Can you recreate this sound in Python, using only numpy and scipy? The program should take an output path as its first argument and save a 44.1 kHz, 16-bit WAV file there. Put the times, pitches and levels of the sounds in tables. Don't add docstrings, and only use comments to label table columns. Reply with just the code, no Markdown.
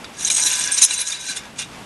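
import sys
import numpy as np
from scipy import signal
from scipy.fft import rfft, irfft
from scipy.io import wavfile
from scipy.ndimage import uniform_filter1d, minimum_filter1d, map_coordinates

SR = 44100
rng = np.random.default_rng(int(sys.argv[2]) if len(sys.argv) > 2 else 0)


def to_wav(s):
    ch = np.atleast_2d(s).T
    pcm = np.round(np.clip(ch, -1, 1) * 32767)
    wavfile.write(sys.argv[1], SR, pcm.astype(np.int16))


N = 81585
TIME = np.arange(N) / SR
JUDDER_PER_S = 170


def amp(db):
    return 10 ** (np.asarray(db) / 20)


def unit(x):
    return x / np.sqrt(np.mean(x ** 2) + 1e-20)


def curves(rows):
    times, *columns = np.transpose(rows)
    return [np.interp(TIME, times, column) for column in columns]


def wobble(per_s):
    return map_coordinates(rng.standard_normal(4096), [np.arange(N) * per_s / SR], mode="wrap")


def tone(hz):
    return np.sqrt(2) * np.sin(2 * np.pi * (np.cumsum(hz) / SR + rng.random()))


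def colour(x, points, size=2048):
    hz, db = np.transpose(points)
    gain = amp(np.interp(np.log(np.fft.rfftfreq(size, 1 / SR) + 1), np.log(hz), db))
    cepstrum = irfft(np.log(gain))
    cepstrum[1:size // 2] *= 2
    cepstrum[size // 2 + 1:] = 0
    impulse = irfft(np.exp(rfft(cepstrum)))
    return signal.fftconvolve(x, impulse / np.linalg.norm(impulse))[:len(x)]


def resonate(x, hz, width, skirt_hz=916):
    for bandwidth in (width, skirt_hz):
        x = signal.lfilter(*signal.iirpeak(hz, hz / bandwidth, SR), x)
    return x * np.sqrt(SR / np.pi * (1 / width + 1 / skirt_hz))


def slips(per_s=2200, spread_db=5):
    slipping = rng.random(N) < per_s / SR
    strength = amp(spread_db * rng.standard_normal(N))
    return unit(slipping * strength * rng.choice([-1, 1], N))


def rubbed(force, modes, wander_db=3):
    out = np.zeros(N)
    for hz, width, db in modes:
        drive = unit(slips() * amp(wander_db * wobble(per_s=70)))
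        out += amp(db) * resonate(force * drive, hz, width)
    return out / np.linalg.norm([amp(db) for _, _, db in modes])


# f/Hz, level/dB
AIR_EQ = [(20,-17), (45,-11), (62,-2), (85,-8.5), (110,-3), (260,-0.5), (450,-6.5), (900,-5), (1700,-11),
          (2700,-10.5), (4000,-16), (8000,-21), (12500,-26)]
# t/s, level/dB
AIR_RIDE = [(0, -44), (.62, -43.5), (.86, -47.5), (1.1, -48.5), (1.5, -44), (1.85, -44.5)]

def air(trim_db=3):
    level_db, = curves(AIR_RIDE)
    gain = amp(trim_db + level_db + 2.0 * wobble(per_s=10.76))
    bed = colour(rng.standard_normal(N + SR), AIR_EQ, size=8192)[SR:]
    return gain * unit(bed)


# centre t/s, length/s, level/dB
HAND_BUMPS = [(1.305, 0.036, -41), (1.602, 0.3, -47), (1.823, .025, -46)]
# f/Hz, level/dB
BUMP_EQ = [(40, -21), (110, -8), (170, 3), (260, -1.5), (400, -16), (1000, -47)]

def handling():
    swell = sum(amp(db) * np.cos(np.pi * np.clip((TIME - centre) / length, -.5, .5))
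                for centre, length, db in HAND_BUMPS)
    return swell * unit(colour(rng.standard_normal(N), BUMP_EQ))


# f/Hz, width/Hz, level/dB
SPAN_MODES = [(1543, 17, 1.5), (1654, 10.7, 4), (2860, 5.5, -9)]
# t/s, level/dB
SPAN_RIDE = [(0.14, -65), (0.158, -51), (0.226, -44.5), (0.358, -54), (0.386, -35.5), (0.658, -37.5),
             (0.692, -29), (0.756, -47), (1.23, -44.5), (1.32, -36), (1.404, -48.5), (1.5, -63)]
# f/Hz, t60/s, level/dB
PLUCKED_NOTES = [(882, 0.51, -40), (1001, 3.3, -42), (1218, 3.2, -51)]

def span(trim_db=1, pluck_s=0.38, attack_s=0.0017, sag_per_s=0.027):
    level_db, = curves(SPAN_RIDE)
    out = amp(trim_db) * rubbed(amp(level_db), SPAN_MODES, wander_db=1.0)
    age = np.maximum(TIME - pluck_s, 0)
    attack = 1 - np.exp(-age / attack_s)
    for hz, t60, db in PLUCKED_NOTES:
        decay = amp(db - 60 * age / t60 + 1.3 * wobble(per_s=28.5))
        pitch = hz * (1 - sag_per_s * age + 0.004 * wobble(per_s=120))
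        out += attack * decay * tone(pitch)
    return out


# f/Hz, width/Hz, level/dB
POST_MODES = [(1560, 160, -4.5), (1825, 90, -6.5), (2140, 17, -4), (2398, 47, 2.5), (2480, 13, -10),
              (2672, 19, -4.5), (2810, 19, -2.5), (2889, 10, -9), (3490, 23, 2.5), (3596, 30, -2.5),
              (3780, 29, -2), (4650, 73, -1)]
# f/Hz, level/dB
GRIT_EQ = [(300, -29.5), (1000, -21), (2000, -15.5), (3600, -3.5), (4450, -20.5), (5400, -8.5), (6300, 0.5),
           (7600, -1.5), (8500, -4), (9500, -6), (10300, -6.5), (10900, -37), (13000, -30.5)]
# f/Hz, level/dB
DULL_EQ = [(100, -30.5), (500, -10), (1200, -7.5), (2400, -0.5), (3600, -4), (6000, -4), (10000, -16.5),
           (13000, -58)]
# t/s, body level/dB, grit level/dB
DRY_CRACKS = [(0.0437, -28, -40), (0.3012, -33, -13), (0.9089, -27.5, -18)]

def cracks(t60_s=0.032, size=4096):
    out = np.zeros(N + size)
    for start, body_db, grit_db in DRY_CRACKS:
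        crack = amp(-60 * TIME[:size] / t60_s) * rng.standard_normal(size)
        ring = sum(amp(db) * resonate(crack, hz, width) for hz, width, db in POST_MODES) / 2
        body = colour(crack, DULL_EQ) + amp(-2.5) * ring
        out[round(start * SR):][:size] += amp(body_db) * body + amp(grit_db) * colour(crack, GRIT_EQ)
    return out[:N]


# centre t/s, length/s, f/Hz, glide/Hz, level/dB
SQUEAK_CUES = [(0.252, 0.013, 6330, -100, -14), (0.282, .024, 3934, 76, -29), (.304, 0.016, 2410, 1.5, -22),
               (.305, 0.011, 4025, 0.5, -22.5), (0.325, 0.021, 3980, 64, -36),
               (0.349, 0.018, 8240, -4, -16.5), (0.364, 0.032, 4040, -5.5, -34),
               (0.402, 0.024, 8600, 1, -20.5), (0.424, 0.02, 4000, 76.5, -27),
               (0.465, 0.017, 10170, 0.5, -27), (.471, 0.027, 3925, 0, -22),
               (0.542, 0.019, 8320, -0.5, -29), (0.631, 0.045, 4040, 91, -38), (0.69, 0.0093, 1670, 1, -23),
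               (.723, 0.02, 8580, -0.5, -15.5), (0.748, 0.04, 8650, -1, -18),
               (0.8233, 0.0083, 6280, -400, -2.5), (.843, 0.025, 10050, -1, -11),
               (0.911, .012, 3990, 0, -21), (0.931, 0.0416, 2765, -800, -30), (0.98, 0.12, 3974, -1.5, -31),
               (0.984, 0.018, 8600, 4, -24.5), (1.008, 0.05, 10020, 7.5, -22.5),
               (1.024, 0.017, 3885, -2, -24.5), (1.063, 0.056, 3900, 64.5, -33.5),
               (1.122, 0.022, 3700, -76.5, -22.5), (1.149, 0.024, 3940, 4, -26.5),
               (1.205, 0.098, 3840, -68, -37), (1.294, 0.074, 4010, 112, -31)]

def squeaks(trim_db=-2, flutter_db=3, jitter=0.018):
    out = np.zeros(N)
    for centre, length, hz, glide, db in SQUEAK_CUES:
        position = np.clip((TIME - centre) / length, -.5, .5)
        pitch = (hz + glide * position) * (1 + jitter * wobble(per_s=510))
        gain = amp(db + trim_db + flutter_db * wobble(JUDDER_PER_S))
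        out += gain * np.cos(np.pi * position) * tone(pitch)
    return out


# f/Hz, width/Hz, level/dB
JINGLE_MODES = [(3968, 130, -0.5), (5077, 85, -6.5), (5310, 18, -6), (5838, 160, 2), (6220, 47, -1),
                (6624, 140, 1), (6696, 85, -4), (7020, 27, -3), (7840, 51, -13), (8430, 155, 1),
                (8700, 28, -4), (8916, 60, -6.5), (10130, 42, -4), (11580, 35, -12.5)]
# t/s, level/dB, favoured f/Hz
SNAP_CUES = [(0.2482, -5, 6230), (0.2517, -7, 6400), (0.3143, -7, 6720), (0.3481, -4.5, 8000),
             (0.3668, -3.5, 8020), (0.3807, -4.5, 8600), (0.4204, -21, 6850), (0.4754, -11, 7170),
             (0.5145, -6, 6210), (0.5237, -18, 8260), (0.5955, -5.5, 8620), (0.6074, -13, 8630),
             (0.6399, -8, 5710), (0.6572, -13.5, 8590), (0.6743, -7.5, 5850), (0.7205, -5.5, 8700),
             (0.7868, -8, 8640), (0.821, 6.5, 8870), (0.8274, -4, 6370), (0.8384, -1, 10240),
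             (0.8494, -2.5, 6300)]

def snaps(trim_db=-4, t60_s=0.016, attack_s=0.00013, focus_hz=710, size=4096):
    out, age = np.zeros(N + size), TIME[:size]
    envelope = amp(-60 * age / t60_s) * (1 - np.exp(-age / attack_s))
    for start, db, pitch in SNAP_CUES:
        chatter = envelope * rng.standard_normal(size)
        ring = sum(amp(mode_db) / (1 + ((hz - pitch) / focus_hz) ** 2) * resonate(chatter, hz, width)
                   for hz, width, mode_db in JINGLE_MODES)
        chirp = envelope * tone(pitch * (1 + 0.018 * wobble(per_s=1500)[:size]))
        grit = colour(chatter, GRIT_EQ)
        snap = unit(ring) + amp(-0.5) * unit(chirp) + amp(-7) * unit(grit)
        out[round(start * SR):][:size] += amp(db + trim_db) * snap / np.abs(snap).max()
    return out[:N]


def sticking(duck_db=-2.5, lead_s=0.007, width_s=0.0024):
    dips = [np.exp(-((TIME - start + lead_s) / width_s) ** 2) for start, _, _ in SNAP_CUES]
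    return amp(duck_db * np.max(dips, axis=0))


def stroke(rows, fade_s=0.02):
    level_db, dull_offset_db = curves(rows)
    inside_s = np.minimum(TIME - rows[0][0], rows[-1][0] - TIME)
    touching = np.clip(inside_s / fade_s + 1, 0, 1)
    return touching * amp([level_db, level_db + dull_offset_db])


# t/s, bright level/dB, dull layer's offset/dB
DRAG_RIDE = [(0.14, -51, -1), (0.206, -27, -13.5), (0.242, -28, -5.5), (0.25, -25, -28),
             (0.268, -21.5, -12), (0.286, -22, -10), (0.294, -49, 0), (0.3, -15, -16), (0.316, -15.5, -16),
             (0.334, -22, -19), (0.37, -16.5, -15), (0.396, -24.5, -4.5), (0.408, -18, -13),
             (0.44, -20.5, -32), (0.474, -13.5, -14.5), (0.488, -21.5, -7.5), (0.62, -20, -11),
             (0.708, -32.5, 1.5), (0.72, -20.5, -16), (0.764, -23, -9), (0.786, -14.5, -11.5),
             (0.8, -34, 0.5), (0.822, -3.5, -20.5), (0.848, -11, -25.5), (0.874, -30, -6.5),
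             (0.94, -19, -12), (0.962, -32, -2.5), (1.014, -24, -8), (1.044, -36.5, -4),
             (1.076, -20, -19.5), (1.094, -29.5, -4), (1.124, -25.5, -7), (1.176, -40, 2.5),
             (1.212, -30.5, -13), (1.234, -35.5, -7.5), (1.308, -24, -8.5), (1.342, -37.5, -1.5),
             (1.37, -22.5, -10), (1.43, -64, 16), (1.46, -52.5, 6.5)]
# t/s, bright level/dB, dull layer's offset/dB
SCRAPE_RIDE = [(1.555, -57, 0), (1.592, -25, -6), (1.622, -31.5, 1), (1.642, -42, -0.5),
               (1.675, -60.5, 9.5), (1.71, -56, 2), (1.733, -52, 5.5), (1.79, -65, -4)]

def rubbing(grip_db=-10.5, judder_db=1.5):
    drag = stroke(DRAG_RIDE)
    drag[0] = np.minimum(drag[0], amp(grip_db)) * sticking()
    judder = unit(amp(judder_db * wobble(JUDDER_PER_S)))
    bright_force, dull_force = judder * (drag + stroke(SCRAPE_RIDE))
    jingle = amp(-2) * rubbed(bright_force, JINGLE_MODES)
    grit = amp(-7) * colour(bright_force * slips(), GRIT_EQ)
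    body = amp(-1.5) * rubbed(dull_force, POST_MODES)
    rasp = amp(-2.5) * colour(dull_force * slips(), DULL_EQ)
    return jingle + grit + body + rasp


def scene():
    return (rubbing() + squeaks() + span() + snaps() + cracks() + handling() + air())[None]


def record(dry, mic_hz=11900, ceiling=1.06, window=45, top_hz=15700):
    heard = signal.sosfilt(signal.butter(16, mic_hz, fs=SR, output="sos"), dry)
    needed_gain = ceiling / np.maximum(np.abs(heard), ceiling)
    gain = uniform_filter1d(minimum_filter1d(needed_gain, window), window)
    clipped = np.clip(heard * gain, -1, 1)
    return signal.sosfilt(signal.ellip(10, .1, 80, top_hz, fs=SR, output="sos"), clipped)


dry = scene()
out = record(dry)
to_wav(out)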